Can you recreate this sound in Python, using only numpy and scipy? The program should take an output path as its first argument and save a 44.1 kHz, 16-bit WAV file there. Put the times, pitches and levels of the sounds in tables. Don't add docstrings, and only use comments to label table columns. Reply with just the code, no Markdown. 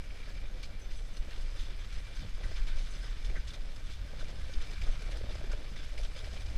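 import sys
import numpy as np
from scipy import signal
from scipy.fft import rfft, irfft, next_fast_len
from scipy.io import wavfile
from scipy.ndimage import uniform_filter1d

SR = 44100
rng = np.random.default_rng(int(sys.argv[2]) if len(sys.argv) > 2 else 0)


def generate_wav(sig):
    pcm = np.round(np.clip(np.atleast_2d(sig).T, -1, 1) * 32767).astype(np.int16)
    wavfile.write(sys.argv[1], SR, pcm)


def field_ratio(decibels):
    return 10 ** (np.asarray(decibels, dtype=float) / 20)


N = 289737

# [t/s, level/dB, bumpiness/dB]
GLIDE = [(0.0, -59, -3), (0.27, -55, 1.5), (0.46, -58.5, 0), (1.04, -58.5, -0.5), (1.43, -56.5, 0),
         (1.87, -56, -1.5), (2.4, -56, -3), (2.67, -54.5, -0.5), (3.09, -55, -0.5), (3.4, -56.5, -3.5),
         (3.58, -57, 1), (3.82, -58, -1.5), (4.79, -53.5, 1.5), (5.86, -56, 0.5), (6.22, -55, 1),
         (6.57, -55.5, 4.5)]
# [f/Hz, level/dB]
HISS = [(700, -7), (900, -3), (1200, 2.5), (1700, 3.5), (2600, 4.5), (4000, 0), (5500, -4), (8000, -39)]
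# [f/Hz, level/dB]
SPRAY = [(3500, -19), (4800, -6), (6000, -0.5), (7600, -0.5), (9500, -6.5), (10500, -9.5), (12000, -15),
         (15000, -41)]
# [f/Hz, level/dB]
FRAME = [(180, -22), (260, -3), (370, -3.5), (450, -1), (600, -1), (700, -5), (850, -10), (1200, -20.5)]
# [t/s, rise level/dB, length/s]
DRAGS = [(.28, -2.5, .1), (.7, 2.5, .06), (1.0, 0, 0.11), (1.28, 4.5, 0.049), (1.56, 0.5, .05),
         (2.04, -3, .06), (2.24, 4.5, 0.05), (2.45, 5, 0.091), (2.78, 4, 0.045), (3.34, 7, 0.11),
         (3.6, -0.5, 0.12), (3.88, 1.5, 0.03), (4.3, 1, 0.23), (4.79, -16, 0.046), (4.86, 4, 0.073),
         (5.17, 3.5, 0.14), (5.37, 1, 0.21), (5.56, 3.5, 0.19), (5.96, 2, 0.062), (6.25, 1.5, 0.13)]
# [t/s, peak level/dB, length/s]
PAWS = [(.285, -50, .03), (.627, -40.5, 0.029), (.93, -50.5, 0.072), (1.165, -43.5, 0.017),
        (1.4053, -50.5, 0.057), (1.585, -47, 0.081), (1.9235, -45, 0.033), (2.149, -47, 0.081),
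        (2.758, -45.5, 0.13), (2.93, -45.5, 0.029), (3.023, -47, 0.053), (3.245, -45, 0.025),
        (3.472, -41.5, 0.046), (3.533, -40.5, 0.025), (3.7584, -44, 0.013), (3.898, -46, 0.058),
        (4.28, -45.5, 0.037), (4.5341, -42, 0.0091), (4.612, -42, 0.015), (4.7821, -59, .038),
        (4.814, -38.5, 0.014), (4.834, -40.5, 0.017), (5.0186, -39, 0.0089), (5.168, -42.5, 0.018),
        (5.348, -43, 0.013), (5.515, -39, 0.016), (5.8325, -49, 0.077), (5.976, -43, 0.044),
        (6.03, -43, 0.036), (6.182, -45.5, 0.037), (6.4, -45.5, 0.024)]
# [t/s, peak level/dB, length/s]
LUMPS = [(.5916, -50, 0.022), (.905, -41, 0.026), (1.306, -41.5, 0.078), (1.5584, -43, 0.057),
         (1.843, -40.5, 0.0089), (1.956, -45, 0.028), (2.34, -51, 0.091), (2.432, -42, 0.023),
         (2.461, -44, 0.12), (2.56, -41, 0.048), (2.6689, -38.5, 0.039), (3.298, -59, .022),
         (3.363, -44, 0.039), (3.405, -47, 0.028), (3.862, -45.5, 0.076), (4.193, -38.5, 0.031),
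         (4.4274, -46, 0.03), (4.723, -49, 0.02), (4.866, -41, 0.02), (5.1096, -37.5, 0.021),
         (5.294, -44.5, 0.067), (5.435, -42.5, 0.018), (5.53, -47, .02), (5.761, -41, 0.054),
         (6.16, -39.5, 0.034), (6.2403, -40, 0.042), (6.326, -41.5, 0.059), (6.362, -44, 0.018),
         (6.556, -43, .03)]
# [f/Hz, level/dB]
COARSE = [(600, -12), (1200, -1), (2000, 3), (3200, 0), (5000, -18), (9000, -58)]
# [f/Hz, level/dB]
SPLINTERS = [(2200, -19), (3500, -6), (5000, -7), (7000, -11), (10000, -19), (11500, -27), (14500, -35)]
# [t/s, peak level/dB, f/Hz, length/s]
SQUEAKS = [(0.282, -50, 1590, 0.012), (0.628, -48, 4300, 0.022), (0.629, -60, 3600, 0.017),
           (2.434, -42, 1810, 0.014), (2.435, -49, 1980, 0.01), (2.675, -50.5, 3540, 0.057),
           (3.352, -41.5, 1900, 0.024), (3.358, -53, 2060, .025), (4.533, -40, 3640, 0.0083),
           (4.534, -46, 4800, 0.011), (4.864, -45, 1460, 0.015), (5.119, -48, 2330, 0.0084),
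           (5.512, -48, 1470, 0.026), (5.756, -47, 2060, 0.013), (5.974, -45, 2300, 0.0093),
           (6.552, -49, 2400, 0.0098)]
# [t/s, peak level/dB, f/Hz]
TICKS = [(0.0376, -40, 2320), (0.413, -41, 2430), (0.506, -50, 2310), (0.696, -61, 1540),
         (0.7876, -44, 2700), (1.2905, -41, 2320), (2.587, -41, 1960), (3.3448, -43, 1890),
         (3.4725, -39, 3130), (4.2082, -38, 1540), (4.3854, -52, 3540), (4.6054, -38, 2340),
         (4.663, -56, 1750), (4.7255, -42, 1610), (4.7945, -52, 2350), (4.9631, -45, 1500),
         (5.1166, -34, 2320), (5.3512, -54, 2380), (5.5014, -45, 1520), (5.565, -52, 2300),
         (6.3344, -40, 2320), (6.4194, -44, 5010), (6.4587, -40, 5000)]
# [t/s, peak level/dB, f/Hz]
CRACKLE = [(0.1037, -36.5, 2370), (0.2877, -47, 1550), (0.6305, -40, 4320), (0.9108, -40, 2300),
           (1.5928, -36, 3130), (1.9255, -42, 1540), (1.9604, -38, 2400), (2.3371, -42, 2290),
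           (2.4324, -35, 1750), (2.4653, -45, 1790), (2.5604, -34, 2930), (2.6688, -45, 3540),
           (2.7894, -43, 2350), (3.0284, -41, 1620), (3.2454, -38, 3540), (3.2969, -36, 2280),
           (3.3623, -39, 1870), (3.5394, -46, 3590), (4.4094, -37, 2310), (4.8155, -31.5, 2340),
           (5.3148, -41, 3170), (5.442, -43, 1520), (5.5199, -44, 1500), (5.6164, -41, 2320),
           (5.8292, -40, 2350), (5.9748, -35, 2360), (6.0494, -37, 3460), (6.2402, -48, 1560),
           (6.317, -44, 2300), (6.3664, -36, 2870)]
# [t/s, peak level/dB, f/Hz]
THUDS = [(0.634, -50, 221), (0.668, -50, 275), (1.168, -45, 221), (1.271, -44, 307), (1.368, -48, 277),
         (1.724, -54, 304), (2.439, -48, 256), (2.64, -53, 285), (2.927, -53, 334), (3.24, -51, 221),
         (3.297, -44.5, 336), (3.37, -43, 221), (4.185, -47, 223), (4.542, -46.5, 326), (4.731, -51, 221),
         (4.881, -51, 304), (5.092, -46, 256), (5.238, -42, 234), (5.469, -44, 221), (5.714, -44, 222),
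         (5.942, -47, 406), (6.496, -50, 288)]
# [t/s, peak level/dB, f/Hz]
TAPS = [(4.699, -43, 511), (4.744, -47, 641), (5.02, -45, 468), (5.081, -44, 560), (5.131, -46, 646),
        (5.21, -45, 576), (5.239, -42, 544), (5.336, -46, 439), (5.392, -42, 635), (5.438, -47, 401),
        (5.474, -50, 619), (5.508, -47, 603), (5.544, -48, 401), (5.571, -44, 401), (5.59, -44, 474),
        (5.609, -44, 441), (5.67, -50, 554)]
# [t/s, peak level/dB, f/Hz]
KNOCKS = [(.274, -38.5, 580), (.304, -43, 580), (1.274, -45, 614), (2.102, -42, 535), (2.231, -41, 525),
          (2.411, -41.5, 556), (2.378, -45, 603), (2.514, -36, 610), (3.299, -45, 570), (3.361, -42, 526),
          (4.133, -39, 540), (4.226, -39, 617), (4.289, -42, 543), (4.327, -40, 520), (4.461, -40, 500),
          (4.697, -42, 442), (4.733, -38, 340), (4.889, -37.5, 590), (5.02, -43, 480), (5.088, -37, 543),
          (5.131, -43, 650), (5.163, -36, 450), (5.209, -41, 507), (5.238, -35.5, 557), (5.265, -39, 560),
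          (5.288, -33, 584), (5.303, -34.5, 570), (5.352, -37.5, 600), (5.411, -34.5, 603),
          (5.439, -33, 387), (5.484, -46, 600), (5.508, -41, 610), (5.533, -33, 610), (5.572, -52, 560),
          (5.589, -46, 523), (6.05, -36.5, 580), (6.16, -40, 546), (6.233, -42, 637), (6.272, -37, 594),
          (6.335, -39, 656), (1.555, -41.5, 560), (2.775, -44, 555), (3.495, -49, 530), (4.165, -46, 554),
          (4.495, -41, 550), (5.996, -40, 547)]
# [f/Hz, level/dB]
SCUFF = [(600, -30), (800, -24), (1100, -25), (1600, 13), (2500, -9)]
# [t/s, lowest mode's peak level/dB, extra upper mode level/dB]
CLINKS = [(.7932, -72, 11), (0.813, -61, -10), (.9602, -67, 10), (1.0176, -72, -1), (1.136, -69, -2),
          (1.1654, -69, 8), (1.2446, -79, 17), (1.4994, -73, 11), (1.7924, -69, 7), (2.154, -66, -1),
          (2.91, -66, 4.5), (2.948, -63, 0), (3.2394, -70, -7), (3.3687, -70, -4), (4.912, -65, 4)]
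# [f/Hz, time to fall 60 dB/s]
SNAP_MODES = [(6090, 0.2), (7755, 0.26), (9210, 0.16), (9980, 0.13)]
UPPER_MODES = [-12, -17, -15]
# [t/s, level/dB]
WIND = [
    (0.0, -45.5),
    (0.35, -36.5),
    (0.69, -37.5),
    (1.48, -37.5),
    (1.76, -35.5),
    (2.3, -45.5),
    (2.61, -35),
    (3.68, -39),
    (5.25, -36),
    (6.57, -39.5),
]
# [t/s, rise level/dB, length/s]
EDDIES = [(0.103, 8, 0.04), (.43, 2, 0.1), (0.723, -1, .1), (0.976, 3.5, 0.14), (1.205, 9, 0.035),
          (1.427, 7, 0.11), (1.61, 8.5, 0.033), (1.98, 8.5, 0.064), (2.188, 9.5, 0.06), (2.338, 11, 0.11),
          (2.46, 12, 0.036), (2.61, 7.5, 0.17), (2.77, 9.5, 0.12), (3.1, 3.5, 0.12), (3.312, 9.5, 0.15),
          (3.655, 6.5, 0.12), (3.865, 4.5, 0.065), (4.228, 11.5, 0.035), (4.438, 8, 0.029),
          (4.588, 15, 0.054), (4.725, 4.5, 0.024), (4.842, 12, 0.027), (4.91, 11.5, 0.07), (5.17, 2.5, 0.2),
          (5.352, -1.5, 0.088), (5.54, 9, 0.083), (5.795, 2, 0.14), (6.03, 10, 0.1), (6.41, 2.5, 0.085),
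          (6.563, 11, 0.031)]
# [t/s, rise level/dB, length/s]
SURGES = [(.27, -10, 0.085), (.6, -3, 0.09), (.86, -6, 0.14), (.99, 6, 0.091), (1.11, -13, 0.17),
          (1.24, 2, .12), (1.6, 4.5, 0.081), (1.97, 1, 0.084), (2.24, 6.5, .06), (2.48, 7, 0.089),
          (2.6, 1, 0.09), (2.77, 1, 0.11), (3.13, -5, 0.084), (3.35, 3.5, 0.24), (3.5, 7.5, 0.12),
          (3.6, -11, 0.17), (4.01, 6.5, 0.087), (4.2, -9, 0.069), (4.44, 7, 0.16), (4.8, 7, .07),
          (4.9, 7, 0.15), (5.19, 8.5, 0.27), (5.36, 8.5, 0.07), (5.53, 2, .08), (5.67, -11, 0.069),
          (5.95, 1, .08), (6.1, 4.5, 0.11), (6.27, 7.5, 0.15), (6.49, 10.5, 0.24)]
# [t/s, rise level/dB, length/s]
PUFFS = [(0.14, -3.5, 0.13), (0.38, 1.5, 0.26), (0.95, -2.5, 0.12), (1.09, 0, 0.07), (1.33, -3.5, 0.2),
         (1.5, -9, 0.06), (1.6, 2.5, 0.09), (2.06, -0.5, 0.16), (2.24, 6, 0.098), (2.46, 2.5, 0.071),
         (3.12, 2.5, 0.27), (3.22, -12, 0.096), (3.32, 4.5, 0.36), (3.79, -1.5, 0.27), (3.88, 2.5, 0.061),
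         (4.04, 3, 0.061), (4.19, 4.5, 0.092), (4.32, 3.5, 0.096), (4.7, 3, 0.08), (4.88, 4, 0.22),
         (5.39, 3.5, 0.3), (5.65, -4.5, 0.1), (5.71, 4, 0.14), (6.05, -1.5, 0.34), (6.35, 6, 0.045),
         (6.45, 1, 0.055)]
# [f/Hz, level/dB]
BUFFET = [(4.7, -4.5), (8.0, 4), (31, 1.5), (46, -7.5), (60, -23), (80, -80), (150, -120)]
# [f/Hz, level/dB]
THRUM = [(30, -46), (48, 2), (62, -2), (85, -10.5), (105, -12), (140, -48)]
# [f/Hz, level/dB]
ROAR = [(70, -28), (100, -9.5), (125, -10.5), (162, -15.5), (330, -28), (430, -85), (730, -120)]
# [f/Hz, width/Hz, level/dB]
HOUSING = [(1545, 70, 3.2), (2345, 95, 6), (2600, 500, -3.5), (3540, 130, 3.3), (4260, 580, 0.5),
           (5045, 170, 4.5), (5700, 200, -1), (6500, 690, 3.5), (6884, 560, -8), (8100, 120, -1.5),
           (8700, 930, -6.5), (9120, 360, 5.5), (11030, 980, -6)]
# [f/Hz, level/dB]
SELF_NOISE = [(3000, -16), (9000, -5.5), (12800, -3), (13300, 0), (14000, -3), (14900, -2), (15250, -14)]
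# [t/s, rise of the bar level/dB, length/s]
THIN_MOMENTS = [(.02, 6, .02), (.56, 4, .04), (.99, 8, .03), (1.48, 5, .05), (1.97, 10, .03),
                (2.36, 2.5, .04), (2.48, 7, .03), (2.83, 5, .03), (3.66, 11, .04), (4.22, 6, .03),
                (4.88, 3.5, .05), (5.3, 2.5, .04), (6.05, 3, .03), (6.3, 4, .03)]


def runners():
    hiss_db, bumps_db = columns(GLIDE)
    spray_db = -10 + 1.26 * drift(0.025)
    frame_db = -61 + bumps_db + swells(DRAGS) + judder() + 1.2 * drift(0.027)
    trail = drift(0.0034)
    hiss = evened(coloured(grit(N, 2.7), spectrum(HISS)) * field_ratio(1.3 * trail + 0.6 * drift(0.03)))
    spray = evened(coloured(grit(N, 1.0), spectrum(SPRAY)) * field_ratio(0.55 * trail + 0.23 * drift(0.011)))
    frame = evened(coloured(grit(N, 2.8), spectrum(FRAME)) * field_ratio(1.1 * trail + 1.1 * drift(0.0079)))
    snow = reshaped(hiss + field_ratio(spray_db) * spray, 256, patches)
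    return field_ratio(hiss_db) * snow + field_ratio(frame_db) * frame


def judder():
    turns = np.cumsum(34 * (1 + 0.2075 * drift(0.053))) / SR
    return 0.79 * swells(DRAGS) * np.cos(2 * np.pi * turns)


def patches(hz, z, patchy_db=0.6):
    spots = uniform_filter1d(rng.standard_normal(z.shape), 4, axis=0)
    return field_ratio(patchy_db * evened(uniform_filter1d(spots, 12, axis=1)))


def crunches(breaks, splinters_db):
    out, t = np.zeros(N), np.arange(6000) / SR
    for s, db, length in breaks:
        unsteady = evened(uniform_filter1d(rng.standard_normal(len(t)), size=130))
        fractures = grit(len(t), 3.2) * field_ratio(2 * unsteady)
        uneven = reshaped(fractures, 256, lambda hz, z: patches(hz, z, patchy_db=2.5))
        lumps = evened(coloured(uneven, spectrum(COARSE)))
        splinters = evened(coloured(uneven, spectrum(SPLINTERS)))
        crunch = lumps + field_ratio(splinters_db + 8.5) * splinters
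        add(out, s - 0.002, field_ratio(db - 14.5) * crush(t, length, tail=0.075) * crunch)
    return out


def crush(t, length, tail):
    fall_db = 60 * np.maximum(t - length, 0) / tail + 5.14 * t / length
    return np.clip(t / 0.0058, 0, 1) * field_ratio(-fall_db)


def squeaks():
    out, t = np.zeros(N), np.arange(4000) / SR
    for s, db, centre_hz, length in SQUEAKS:
        squeak = evened(coloured(grit(len(t), 3), resonance(centre_hz, 0.13)))
        add(out, s, field_ratio(db - 4.5) * crush(t, length, tail=0.05) * squeak)
    return out


def ticks(cracks, t60, rise_s):
    out, t = np.zeros(N), np.arange(1500) / SR
    for s, db, centre_hz in cracks:
        crack = evened(coloured(grit(len(t), 3.8), resonance(centre_hz, 0.3)))
        add(out, s, field_ratio(db - 13.5 - 60 * t / t60) * np.clip(t / rise_s, 0, 1) * crack)
    return out


def knocks():
    out, t = np.zeros(N), np.arange(3000) / SR
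    for s, db, hz in KNOCKS:
        jolt = grit(len(t), 2.7)
        wood = evened(coloured(jolt, spectrum(FRAME)))
        scuff = evened(coloured(jolt, spectrum(SCUFF)))
        thud = (wood + 0.33 * scuff) * field_ratio(-60 * t / 0.025)
        ring = np.sin(2 * np.pi * hz * t) * field_ratio(-60 * t / 0.04)
        add(out, s, field_ratio(db + 1.5) * np.clip(t / 0.0043, 0, 1) * (0.48 * ring + 0.55 * thud))
    return out


def rattle():
    out, t = np.zeros(N), np.arange(2000) / SR
    hits = field_ratio(2.8 * rng.standard_normal(N)) * (rng.random(N) < 50 / SR)
    slat = rng.integers(0, 8, N)
    for k, hz in enumerate(np.geomspace(350, 660, 8)):
        ring = np.sin(2 * np.pi * hz * t) * field_ratio(-60 * t / 0.048) * np.clip(t / 0.00086, 0, 1)
        out += signal.oaconvolve(hits * (slat == k), ring)[:N]
    bumps_db = columns(GLIDE)[1]
    return field_ratio(-80 + 1.5 * (bumps_db + swells(DRAGS))) * out


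def clinks():
    out, t = np.zeros(N), np.arange(6000) / SR
    for s, db, upper_db in CLINKS:
        wobble, chatter = evened(uniform_filter1d(rng.standard_normal((2, len(t))), size=150))
        modes_db = [0, *(upper_db + np.array(UPPER_MODES))]
        for (hz, t60), mode_db in zip(SNAP_MODES, modes_db):
            ring = np.sin(2 * np.pi * hz * t + 0.55 * wobble) * field_ratio(2.5 * chatter)
            add(out, s, field_ratio(db + mode_db + 7.5 - 60 * t / t60) * np.clip(t / 0.0038, 0, 1) * ring)
    return out


def wind():
    stream_db, bumps_db, eddy_db = columns(WIND)[0], columns(GLIDE)[1], swells(EDDIES)
    buffet = steadied(coloured(rng.standard_normal(N), spectrum(BUFFET)), size=3500)
    thrum = steadied(coloured(rng.standard_normal(N), spectrum(THRUM)), size=2500)
    roar = steadied(coloured(rng.standard_normal(N), spectrum(ROAR)), size=1800)
    buffet_db = stream_db + eddy_db - drift(0.0123)
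    thrum_db = -50 + swells(SURGES)
    roar_db = -57.5 + swells(PUFFS) + 0.062 * eddy_db + 0.26 * bumps_db + 2.2 * drift(0.0094)
    push = field_ratio(-31) * np.exp(-np.arange(N) / SR / 0.0084)
    return field_ratio(buffet_db) * buffet + field_ratio(thrum_db) * thrum + field_ratio(roar_db) * roar + push


def steadied(x, size):
    return evened(x / np.sqrt(uniform_filter1d(evened(x) ** 2, size) + 0.095))


def housing(hz):
    return sum(db / (1 + (2 * (hz - f) / width) ** 2) for f, width, db in HOUSING)


def shifting(hz, z):
    rings = [(f, width) for f, width, db in HOUSING if db > 3]
    wander = evened(uniform_filter1d(rng.standard_normal((len(rings), z.shape[1])), size=8))
    return field_ratio(sum(2.2 * w / (1 + ((hz - f) / min(width, 150)) ** 2) for (f, width), w in zip(rings, wander)))


def thinned(hz, z):
    power = np.mean(abs(z) ** 2, axis=1, keepdims=True)
    usual = np.sqrt(uniform_filter1d(power, size=15, axis=0))
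    wander = evened(uniform_filter1d(rng.standard_normal(z.shape[1]), size=4))
    moments_db = np.interp(np.arange(z.shape[1]) * 512, np.arange(N), swells(THIN_MOMENTS))
    harder_db = 4 * np.clip((hz - 14500) / 600, 0, 2) ** 2
    easier_db = 9 * np.clip((13300 - hz) / 900, 0, 9) ** 2
    bar_db = 2.6 + wander + moments_db + harder_db - easier_db
    return np.where(abs(z) > usual * field_ratio(bar_db), 1, field_ratio(-45))


def evened(x):
    return x / np.sqrt(np.mean(x ** 2) + 1e-20)


def columns(rows):
    s, *values = np.transpose(rows)
    return [np.interp(np.arange(N) / SR, s, v) for v in values]


def swells(rows):
    t = np.arange(0, N, 64) / SR
    humps = np.zeros(len(t))
    for s, db, length in rows:
        humps += db * np.cos(np.pi * np.clip((t - s) / (2 * length), -0.5, 0.5)) ** 2
    return np.interp(np.arange(N) / SR, t, humps)


def drift(seconds):
    size = max(round(seconds * SR), 1)
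    return evened(uniform_filter1d(uniform_filter1d(rng.standard_normal(N), size), size))


def grit(count, spread_db):
    return evened(rng.standard_normal(count) * field_ratio(spread_db * np.minimum(rng.exponential(1, count), 5)))


def add(mix, s, sound):
    part = mix[round(s * SR):][:len(sound)]
    part += sound[:len(part)]


def spectrum(points):
    f, db = np.transpose(points)
    return lambda hz: np.interp(np.log(hz + 1), np.log(f + 1), db, -90, -90)


def resonance(centre_hz, width):
    return lambda hz: -20 * np.log10(1 + ((hz - centre_hz) / (width * centre_hz)) ** 2)


def coloured(x, db_of_hz):
    size = next_fast_len(len(x))
    return irfft(rfft(x, size) * field_ratio(db_of_hz(np.fft.rfftfreq(size, 1 / SR))), size)[:len(x)]


def rung(x, db_of_hz):
    log_gain = np.log(field_ratio(db_of_hz(abs(np.fft.fftfreq(8192, 1 / SR)))))
    ringing = np.fft.ifft(np.exp(np.conj(signal.hilbert(log_gain)))).real[:4096]
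    return signal.oaconvolve(x, ringing)[:len(x)]


def reshaped(x, size, gain_of_cells):
    overlap = 3 * size // 4
    hz, _, z = signal.stft(x, SR, nperseg=size, noverlap=overlap)
    return signal.istft(z * gain_of_cells(hz[:, None], z), SR, nperseg=size, noverlap=overlap)[1][:len(x)]


def scene():
    crust = crunches(PAWS, splinters_db=-4.5) + crunches(LUMPS, splinters_db=-10.5)
    cracks = ticks(TICKS, 0.081, 0.0013) + ticks(CRACKLE, 0.078, 0.0016)
    jolts = field_ratio(9) * ticks(THUDS, 0.08, 0.0035) + field_ratio(3) * ticks(TAPS, 0.045, 0.002)
    sled = runners() + crust + squeaks() + cracks + jolts + knocks() + rattle() + clinks()
    return (reshaped(rung(sled, housing), 1024, shifting) + wind())[None]


def band_limit(x):
    return signal.sosfilt(signal.butter(12, 15140, fs=SR, output="sos"), x)


def record(dry):
    hiss = field_ratio(-77) * evened(coloured(rng.standard_normal(N), spectrum(SELF_NOISE)))
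    mix = reshaped(dry[0] + hiss, 2048, thinned)[None]
    return band_limit(mix)


dry = scene()
out = record(dry)
generate_wav(out)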